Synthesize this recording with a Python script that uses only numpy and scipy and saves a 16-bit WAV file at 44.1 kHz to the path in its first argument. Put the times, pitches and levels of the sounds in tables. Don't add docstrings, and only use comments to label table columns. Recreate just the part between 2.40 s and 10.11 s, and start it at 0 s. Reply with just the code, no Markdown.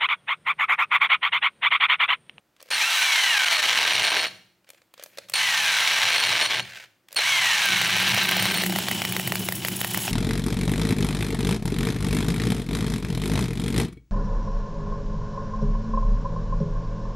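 import sys
import numpy as np
from scipy import signal
from scipy.fft import rfft, irfft
from scipy.io import wavfile
from scipy.ndimage import uniform_filter1d

SR = 44100
rng = np.random.default_rng(int(sys.argv[2]) if len(sys.argv) > 2 else 0)


def output_pcm(signal):
    pcm = np.clip(np.atleast_2d(signal).T, -1, 1) * 32767
    wavfile.write(sys.argv[1], SR, np.round(pcm).astype(np.int16))


N = 340011

# time_s, motor_pitch_hz, gear_rattle_db, whine_db, lowest_partial_db
DRILL = [
    [(.307, 422.3, -25.5, -51, -62), (.37, 921, -23.5, -35, -52), (.41, 1152, -23.5, -26.5, -55),
     (.46, 1383, -24, -28.5, -32), (.57, 1290, -22, -38, -46.5), (.66, 1165, -22, -28, -46.5),
     (.78, 1056, -21.5, -25.5, -49), (.914, 938, -22, -28.5, -48), (.96, 830, -23, -25, -36.5),
     (1.01, 761.6, -20.5, -28.5, -53), (1.11, 685, -21, -29, -47), (1.2, 606.5, -21, -31, -43.5),
     (1.5, 388, -21, -43.5, -53), (1.8, 261, -22, -57.5, -63), (1.851, 248, -25, -60, -65),
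     (1.88, 241, -34.5, -60, -65)],
    [(2.938, 497.3, -26, -50, -55.5), (2.975, 999.5, -23, -39, -46), (3.038, 1015, -23.5, -27, -57),
     (3.346, 754, -21.5, -30, -54), (3.6, 564, -21, -37, -50), (4.063, 314, -22, -60, -58),
     (4.15, 280, -23.5, -58, -65), (4.203, 260, -28.5, -60, -65), (4.225, 251, -70.5, -60, -65)],
    [(4.762, 300, -28, -50, -55), (4.792, 472.2, -21.5, -40, -42), (4.82, 802, -23, -31, -45),
     (4.875, 1147, -23.5, -26, -39), (5.068, 959.5, -21.5, -27.5, -44), (5.296, 767, -22.5, -30, -59),
     (5.5, 663, -22.5, -32, -56), (5.888, 380, -21.5, -60, -65), (6.218, 280, -26, -60, -65),
     (6.26, 269, -53, -60, -65)],
]
# freq_hz, density_db (per Hz)
GAS = [(2940, -14.5), (5000, -5.5), (7710, -0.5), (9290, 1.5), (10800, 2.5), (12000, 1.5), (13200, 5.5),
       (14900, 4), (15700, 6), (16200, -15)]
# freq_hz, density_db (per Hz)
SCRAPE = [(180, -67.5), (300, -32.5), (543, -11.5), (685, -13), (1200, -17), (1510, -5.5), (2210, -3.5),
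          (7020, -19.5), (9600, -26.5), (15500, -29)]


def gain_of(db):
    return 10 ** (np.asarray(db) / 20)


def evened(x):
    return x / np.sqrt(np.mean(x ** 2) + 1e-20)


def read(points, hz):
    f, value = np.transpose(points)
    return np.interp(np.log(hz + 1), np.log(f + 1), value)


def play(rows):
    s, *columns = np.transpose(rows)
    t = np.arange(N) / SR
    gate = np.interp(t, [s[0] - .003, s[0], s[-1], s[-1] + .01], [0, 1, 1, 0])
    return gate, [np.interp(t, s, c) for c in columns]


def swells(rows):
    t = np.arange(N) / SR
    total = 0
    for middle_s, length_s, *db in rows:
        hump = np.cos(np.pi * np.clip((t - middle_s) / length_s, -.5, .5)) ** 2
        total = total + gain_of(db)[:, None] * hump
    return total


def add(mix, s, sound):
    part = mix[round(s * SR):][:len(sound)]
    part += sound[:len(part)]


def colour(x, points, modes=()):
    hz = abs(np.fft.fftfreq(8192, 1 / SR))
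    db = read(points, hz) + sum(lift / (1 + (2 * (hz - f) / w) ** 2) for f, w, lift in modes)
    log_gain = np.log(gain_of(np.maximum(db, -100)))
    taps = np.fft.ifft(np.exp(np.conj(signal.hilbert(log_gain)))).real[:2048]
    return signal.oaconvolve(x, taps / np.linalg.norm(taps))[:len(x)]


def resonate(x, hz, width):
    turn = np.exp(2j * np.pi * np.cumsum(hz * np.ones(len(x))) / SR)
    r = np.exp(-np.pi * width / SR)
    return 2 * (turn * signal.lfilter([1 - r], [1, -r], x / turn)).real


def knocks(per_s, jitter, spread_db, ring_s):
    wander = evened(uniform_filter1d(rng.standard_normal(N), size=300))
    turns = np.cumsum(per_s * np.maximum(1 + jitter * wander, 0)) / SR
    hits = np.diff(np.floor(turns), prepend=0) * gain_of(spread_db * rng.standard_normal(N))
    r = np.exp(-1 / (ring_s * SR))
    return evened(signal.lfilter([1], [1, -2 * r, r * r], hits))


def quiet():
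    # freq_hz, density_db (per Hz)
    floor_points = [(18, -62), (30, -20.5), (245, -15.5), (319, -12), (355, -12), (384, -21), (569, -19),
                    (1540, -23.5), (9970, -36.5), (13000, -36), (16000, -34)]
    both, left, right = (colour(v, floor_points) for v in rng.standard_normal((3, N)))
    return gain_of(-69.5) * (both + .2 * np.array([left, right]))


def room(x):
    # freq_hz, t60_s
    decay = [(150, 0.71), (1000, 0.46), (4000, 0.5), (9000, 0.54), (16000, 0.73)]
    taps = np.zeros((2, SR))
    at = np.arange(100, SR - 20, 20) + rng.integers(0, 20, (2, (SR - 101) // 20))
    np.put_along_axis(taps, at, rng.choice([-1., 1.], at.shape), 1)
    hz, t, z = signal.stft(taps, SR, nperseg=256)
    tail = signal.istft(z * gain_of(-60 * t / read(decay, hz)[:, None]), SR, nperseg=256)[1]
    tail = tail + 0.5 * tail[::-1]
    return signal.fftconvolve(x[None], tail / np.linalg.norm(tail[0]), axes=1)[:, :N]


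def ports(x):
    # freq_hz, side_db
    unlikeness = [(100, -25), (300, -16), (1000, -16), (2500, -25.5), (5000, -23), (15000, -15.5)]
    hz = np.fft.rfftfreq(2048, 1 / SR)
    k = np.arange(2048)
    scatter = rng.standard_normal(2048) * np.exp(-k / 250.) * (k > 60)
    taps = irfft(rfft(scatter / np.linalg.norm(scatter)) * gain_of(read(unlikeness, hz)))[:1500]
    side = signal.oaconvolve(x, taps)[:N]
    return np.array([x + side, x - side])


def board():
    # time_s, low_mode_db, second_mode_db
    shake = [(.28, -86, -80), (.32, -61, -60.5), (.59, -81, -76), (1.4, -56, -59), (1.89, -57.5, -59),
             (2.27, -93.5, -92), (2.91, -70, -68.5), (2.95, -58, -62), (3.2, -56, -58), (3.59, -58, -62),
             (4.25, -54, -59.5), (4.54, -78, -85), (4.71, -90.5, -88), (4.77, -59, -68), (4.95, -51, -56.5),
             (5.23, -55, -54), (5.43, -41, -40), (6.3, -46, -33.5), (6.45, -42, -41), (7.71, -40, -39.5)]
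    # middle_s, length_s, low_mode_db, second_mode_db
    throbs = [(1.6, .2, -46, -56), (3.66, 0.1, -46, -66), (3.9, 0.29, -46, -59), (4.2, .16, -42.5, -49),
              (5.33, 0.15, -41, -36), (5.74, 0.13, -33, -51), (6.03, 0.15, -34.5, -37),
              (6.32, 0.27, -41, -33), (6.54, 0.2, -40, -36), (6.71, 0.12, -36, -34),
              (6.79, .08, -41, -36.5), (6.87, 0.085, -33, -43), (6.92, 0.13, -50, -35.5),
              (7.01, 0.091, -36, -31), (7.17, 0.15, -39, -40), (7.33, 0.12, -38, -34),
              (7.58, 0.17, -40, -34), (7.7, 0.071, -38, -36)]
    # freq_hz, width_hz
    modes = [(117, 19), (184, 19), (350, 35)]
    gate, levels_db = play(shake)
    low, second = np.hypot(gate * gain_of(levels_db), swells(throbs))
    jolts = rng.standard_normal(N) * (.8 + knocks(33., .3, 1.5, 0.0044))
    out = np.zeros(N)
    for level, (hz, w) in zip((low, second, second * gain_of(-7.5)), modes):
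        ring = evened(resonate(resonate(jolts, hz, w), hz, 2.9 * w))
        levelled = ring / (uniform_filter1d(ring ** 2, size=1300) + .1) ** 0.34
        out += level * evened(levelled)
    return out


def handling():
    # start_s, snap_and_ring_db, hollow_knock_db, bright_tick_db
    clicks = [(0.164, -48, -69.5, -62.5), (0.1984, -46.5, -61, -73.5), (0.2029, -36.5, -62, -58),
              (0.2134, -40.5, -49, -48), (0.2264, -38.5, -45, -33), (0.2583, -47, -51, -54),
              (0.2683, -47.5, -57, -60), (0.2867, -40, -52.5, -49), (0.3035, -19, -43.5, -36),
              (0.3086, -28, -35, -34), (2.2438, -50.5, -67, -67), (2.2897, -40, -49.5, -42.5),
              (2.302, -35, -53, -30), (2.333, -48, -54.5, -55), (2.3453, -45, -56, -61.5),
              (2.4169, -47, -56.5, -66), (2.5387, -37, -56.5, -39.5), (2.5775, -39.5, -49.5, -49),
              (2.5954, -34.5, -38.5, -51.5), (2.6248, -33, -43.5, -41), (2.6365, -30, -45.5, -21.5),
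              (2.66, -37.5, -45, -41), (2.7327, -54, -58, -62.5), (2.7731, -30.5, -41, -39),
              (2.7838, -21, -30, -33), (2.886, -33.5, -53.5, -41), (2.8973, -30, -46.5, -22.5),
              (2.9193, -36, -46, -34), (2.9374, -12.5, -33, -21), (4.6848, -38.5, -70, -42),
              (4.7073, -43, -55, -56), (4.7174, -39, -52, -42), (4.7272, -35, -48, -26),
              (4.7451, -37, -43, -27), (4.7641, -15, -37, -23)]
    # freq_hz, level_db, t60_s
    shell = [(552, 1, 0.027), (1190, -16.5, 0.014), (2440, -20, 0.031), (3400, -26, .04),
             (4860, -49.5, .04), (8200, -28, .04), (10400, -30.5, 0.043)]
    # time_s, rustle_db
    rustle = [
        [(0.13, -82), (0.228, -62), (0.3, -66)],
        [(2.27, -63), (2.36, -68), (2.45, -77), (2.53, -80), (2.604, -53), (2.7, -70), (2.77, -51), (2.87, -63),
         (2.93, -55.5)],
        [(4.68, -73), (4.74, -50), (4.76, -59)],
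    ]
    out, t = np.zeros(N), np.arange(4000) / SR
    grit = rng.standard_normal((len(clicks), 2, len(t)))
    grip = 1 + 0.047 * rng.standard_normal((len(clicks), len(shell)))
    hz, ring_db, t60 = np.transpose(shell)[:, :, None]
    rise = np.minimum(t / 0.002, 1)
    snap_band = signal.butter(2, [900, 5500], "band", fs=SR)
    snap = signal.lfilter(*snap_band, grit[:, 0]) * np.exp(-t / 0.0024)
    tick = signal.lfilter(*signal.butter(2, 5500, "high", fs=SR), grit[:, 1]) * np.exp(-t / 0.0013)
    for k, (s, db, knock_db, tick_db) in enumerate(clicks):
        hollow, *upper = gain_of(ring_db - 60 * t / t60) * np.sin(2 * np.pi * hz * grip[k, :, None] * t)
        click = gain_of(db + 6.0) * (snap[k] + sum(upper))
        click += gain_of(tick_db + 7.0) * tick[k]
        click += gain_of(knock_db + 4.5) * hollow
        add(out, s, rise * click)
    slide = sum(gate * gain_of(db) for gate, (db,) in map(play, rustle))
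    rubbing = evened(.3 + knocks(110.0, 1.0, 5., 0.0031)) * rng.standard_normal(N)
    return out + colour(slide * rubbing, SCRAPE)


def chuck():
    # time_s, scrape_db
    coast = [(4.21, -62), (4.242, -46.5), (4.376, -41), (4.442, -46), (4.47, -63)]
    gate, (db,) = play(coast)
    scrape = evened(0.36 + knocks(100., 0.36, 3.2, 0.0024)) * rng.standard_normal(N)
    return colour(gate * gain_of(db) * scrape, SCRAPE)


def motor():
    partials_db = 0., -3.5
    # freq_hz, level_db
    whine_body = [(900, -15), (1420, -10), (1520, -1.5), (2400, -1), (3300, -3), (4200, -15)]
    # start_s, length_s, first_hz, last_hz, level_db
    glides = [(2.94, .06, 4450, 4150, -27), (4.762, 0.061, 4400, 3900, -27), (.5, .2, 1640, 1400, -33),
              (0.47, .1, 3800, 2820, -33), (0.85, 0.11, 3050, 2690, -25), (.53, .11, 15800, 14400, -41.5),
              (.48, .14, 13600, 12200, -47.5)]
    whistle_hz = 4316, 8910
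    whistle_db = -37, -45.5
    # middle_s, length_s, lower_tone_db, octave_db
    whistle_swells = [(.33, .1, -30, -28), (.83, .08, -29, -42), (1.14, 0.13, -23.5, -46),
                      (1.55, .06, -28, -34), (1.68, 0.16, -28, -33.5), (1.8, 0.11, -30, -38),
                      (1.87, 0.069, -31, -47), (2.95, 0.15, -23, -24), (3.8, 0.31, -29, -33.5),
                      (4.04, 0.11, -28.5, -31.5), (4.77, 0.051, -20.5, -31), (5.7, 0.086, -40, -31),
                      (6.03, .1, -38, -29), (6.17, .16, -35, -36)]
    out, whistle = np.zeros(N), np.zeros((2, N))
    flutter = 1 + .3 * evened(uniform_filter1d(rng.standard_normal((3, N)), size=400, axis=1))
    whistle_level = gain_of(whistle_db)[:, None] + swells(whistle_swells)
    for rows in DRILL:
        gate, (hz, _, whine_db, low_db) = play(rows)
        turns = np.cumsum(hz) / SR
        whistle += gate * whistle_level
        upper_db = [whine_db + db + read(whine_body, (k + 2) * hz) for k, db in enumerate(partials_db)]
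        for k, db in enumerate([low_db, *upper_db]):
            out += gate * gain_of(db) * np.sqrt(2) * flutter[k] * np.sin(2 * np.pi * (k + 1) * turns)
    for s, length, first_hz, last_hz, db in glides:
        hz = np.linspace(first_hz, last_hz, round(length * SR))
        swell = np.sqrt(2 * np.hanning(len(hz)))
        add(out, s, gain_of(db) * swell * np.sin(2 * np.pi * np.cumsum(hz) / SR))
    tones = [evened(resonate(resonate(rng.standard_normal(N), hz, w), hz, w))
             for hz, w in zip(whistle_hz, (150., 50.))]
    return out + gain_of(-5.0) * (whistle * tones).sum(0)


def dips():
    # middle_s, depth_db, length_ms
    drops = [(.987, -10, 7.5), (1.053, -23, 8.4), (1.095, -7, 13.7), (1.176, -16, 7.2), (1.215, -10, 11),
             (1.446, -4, 11), (4.082, -10, 25), (4.111, -2, 11), (5.486, -7.5, 13), (5.728, -4, 9),
             (5.868, -4.5, 18.5), (5.904, -5.5, 25), (5.952, -5, 14), (6.037, -8, 8.6), (6.128, -16, 7.9)]
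    t = np.arange(N) / SR
    return gain_of(sum(db * np.exp(-(2000 * (t - s) / ms) ** 2) for s, db, ms in drops))


def gears():
    # freq_hz, density_db (per Hz)
    rattle_points = [(350, -47.5), (600, -13.5), (853, -1.5), (1440, -2.5), (1570, 0.5), (3000, 4),
                     (4210, -3.5), (5170, -7), (5790, -8), (6550, -19), (9000, -35), (11700, -36.5),
                     (19800, -120)]
    # freq_hz, width_hz, lift_db
    housing = [(835, 160, 0.5), (1568, 59, 6), (1777, 55, 4), (2233, 230, 4), (2930, 440, 1),
               (3970, 340, 6.5), (5720, 47, 9), (6930, 47, 20.5)]
    # freq_hz, density_db (per Hz)
    air_points = [(3530, -28.5), (6000, 1), (6570, -4.5), (8300, -7), (9190, -8), (11600, -12),
                  (15100, -17), (16000, -19.5)]
    # freq_hz, density_db (per Hz)
    growl_points = [(60, -36.5), (150, -17), (230, -11), (300, -7), (500, -2), (650, 2), (900, -3),
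                    (1500, -30.5)]
    # fan_hiss_db, case_growl_db, lumpiness (0-1)
    at_speed = (-8.5, -32.5, 0.22)
    # fan_hiss_db, case_growl_db, lumpiness
    per_octave = (-3., 7.5, 0.18)
    free_hz = 1400
    levels, lumpy = np.zeros((3, N)), np.zeros(N)
    for rows in DRILL:
        gate, (hz, db, *_) = play(rows)
        slowing = np.log2(free_hz / hz)
        air_db, growl_db, lump = np.c_[at_speed].T + np.c_[per_octave].T * slowing
        levels += gate * gain_of([db, db + air_db, db + growl_db])
        lumpy += gate * np.clip(lump, 0, 1)
    gating = 1 - lumpy + lumpy * knocks(170, .5, 3.2, 0.00094)
    noise = rng.standard_normal((3, N)) * gating / np.sqrt(uniform_filter1d(gating ** 2, size=6000) + 1e-9)
    struck = rng.random(N) < 350 / SR
    taps = struck * rng.choice([-1., 1.], N) * rng.uniform(.5, 1, N)
    taps = evened(taps * np.sqrt(gating))
    share = 0.6 * lumpy
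    slaps = np.sqrt(1 - share) * noise[0] + np.sqrt(share) * taps
    rattle, air, growl = dips() * levels * [slaps, noise[1], noise[2]]
    return colour(rattle, rattle_points, housing) + colour(air, air_points) + colour(growl, growl_points)


def running():
    # time_s, clatter_db
    clatter = [(6.0, -34), (6.26, -31.5), (6.414, -31), (7.076, -36), (7.294, -37.5), (7.71, -32.5)]
    # time_s, hiss_db
    intake = [(5.2, -49), (5.54, -47), (5.91, -40), (6.21, -40), (6.56, -41.5), (7.3, -40.5), (7.71, -39.5)]
    # freq_hz, density_db (per Hz)
    metal = [(150, -42.5), (250, 6), (287, -7), (351, 4), (464, -11.5), (833, -4), (1280, -11),
             (1480, -5.5), (1980, -4), (2310, -2), (3000, 1), (4480, -5.5), (10000, -13), (13000, -50),
             (22000, -120)]
    # freq_hz, width_hz, lift_db
    fins = [(796, 870, 4.5), (2990, 97, 8), (5500, 110, 8), (6670, 70, 5), (7740, 160, 7), (10480, 220, 7),
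            (12800, 150, -21), (14600, 160, -7)]
    gate, (db,) = play(clatter)
    ticks = rng.standard_normal(N) * evened(1 + 1.4 * knocks(120., .8, 0.67, 0.002))
    open_, (hiss_db,) = play(intake)
    hiss = rng.standard_normal(N) * evened(1 + .5 * knocks(50., 0.42, 12.0, 0.0045))
    return colour(gate * gain_of(db) * ticks, metal, fins) + colour(open_ * gain_of(hiss_db) * hiss, GAS, fins)


def valves():
    # middle_s, level_db, length_ms (at half height)
    wheezes = [(6.427, -35, 9.2), (6.695, -34, 10), (6.785, -42, 11), (6.81, -35, 12), (6.95, -34, 8.3),
               (7.055, -33, 22), (7.085, -39, 10), (7.275, -30, 12), (7.325, -39, 12), (7.365, -28.5, 11),
               (7.407, -30, 11), (7.44, -40, 7.3), (7.475, -31, 12), (7.51, -31, 14), (7.54, -30, 14),
               (7.62, -32.5, 46), (7.66, -32.5, 23)]
    # freq_hz, width_hz, lift_db
    passages = [(3020, 250, 10), (6700, 150, 17), (7650, 160, 13), (10610, 360, 12.5), (14500, 300, -4)]
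    leak = np.zeros(N)
    for s, db, ms in wheezes:
        add(leak, s - ms / 1000, gain_of(db) * np.hanning(round(2 * ms * SR / 1000)))
    return colour(leak * rng.standard_normal(N), GAS, passages)


def cracks_and_puffs():
    # time_s, crack_db, gas_puff_db
    firings = [(5.2546, -27, -20), (5.2895, -33, -32), (5.381, -28, -28), (5.4143, -12, -23),
               (5.442, -32, -28), (5.4758, -19, -28), (5.5034, -32, -29), (5.5657, -25, -25),
               (5.6012, -32, -26), (5.6261, -17, -23), (5.688, -36, -23), (5.7445, -10, -19),
               (5.774, -18, -30), (5.8007, -32, -29), (5.8323, -17, -23), (5.8576, -32, -29),
               (5.8885, -32, -20), (5.9118, -14, -19), (5.9676, -18, -21), (5.997, -19, -24),
               (6.0238, -17, -18), (6.055, -11, -23), (6.116, -22, -23), (6.1423, -20, -22),
               (6.1744, -13, -24), (6.2368, -11, -21), (6.2631, -14.5, -19.5), (6.296, -25, -26),
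               (6.3242, -19, -24), (6.3605, -14, -20), (6.3869, -13.5, -20), (6.4848, -11, -25),
               (6.513, -14, -18), (6.619, -11.5, -25), (6.6506, -12.5, -21), (6.723, -18, -19),
               (6.7655, -11, -20.5), (6.797, -14, -22), (6.875, -19, -18.5), (6.9215, -9.5, -21),
               (6.9555, -13.5, -18), (7.0871, -12.5, -20), (7.1233, -18, -19.5), (7.249, -12.5, -20),
               (7.284, -14.5, -18), (7.414, -13.5, -18), (7.446, -13, -20), (7.546, -11.5, -19),
               (7.5738, -18, -15), (7.6796, -13.5, -30)]
    # freq_hz, level_db
    pipe = [(250, -25), (550, 6), (800, 9.5), (1250, -14), (1950, 7), (2900, 0.5), (4500, -0.5),
            (7000, -12), (10000, -19)]
    out, rasp, jet, t = np.zeros(N), np.zeros(N), np.zeros(N), np.arange(1200) / SR
    u, slow = t / 0.00013 - 2, t / 0.0055
    pulse = -2.3 * u * np.exp(-u ** 2)
    pulse += 0.11 * slow * (1 - slow) * np.exp(-slow)
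    pulse += 0.25 * np.exp(-t / 0.0013) * np.sin(2 * np.pi * 1950 * t) * (u > 0)
    rasp_shape = np.exp(-(t / 0.0015) ** 2)
    jet_shape = np.minimum(t / 0.0015, 1) * np.exp(-(t / 0.0038) ** 1.55)
    for s, crack_db, puff_db in firings:
        rasp_db = -18.5 + 0.39 * (crack_db + 13.5) + np.minimum(crack_db + 25, 0)
        add(out, s - .0002, gain_of(crack_db) * pulse)
        add(rasp, s + .0004, gain_of(rasp_db) * rasp_shape)
        add(jet, s - .0005, gain_of(puff_db - 1.5) * jet_shape)
    return out + colour(rasp * rng.standard_normal(N), pipe) + colour(jet * rng.standard_normal(N), GAS)


def scene():
    near = gears() + chuck() + motor() + cracks_and_puffs() + valves() + running() + handling()
    low = board()
    direct = ports(near) + low * gain_of([[.5], [-.5]])
    echoes = gain_of(-12.5) * room(near) + gain_of(-10.5) * room(low)
    return direct + echoes + quiet()


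def record(dry):
    soft = 0.54 * np.tanh(dry / 0.56)
    thin = signal.sosfilt(signal.butter(3, 55., "high", fs=SR, output="sos"), soft)
    top_cut = signal.firwin(401, 15950, window=("kaiser", 7), fs=SR)
    return signal.oaconvolve(thin, top_cut[None], "same")


dry = scene()
out = record(dry)
output_pcm(out)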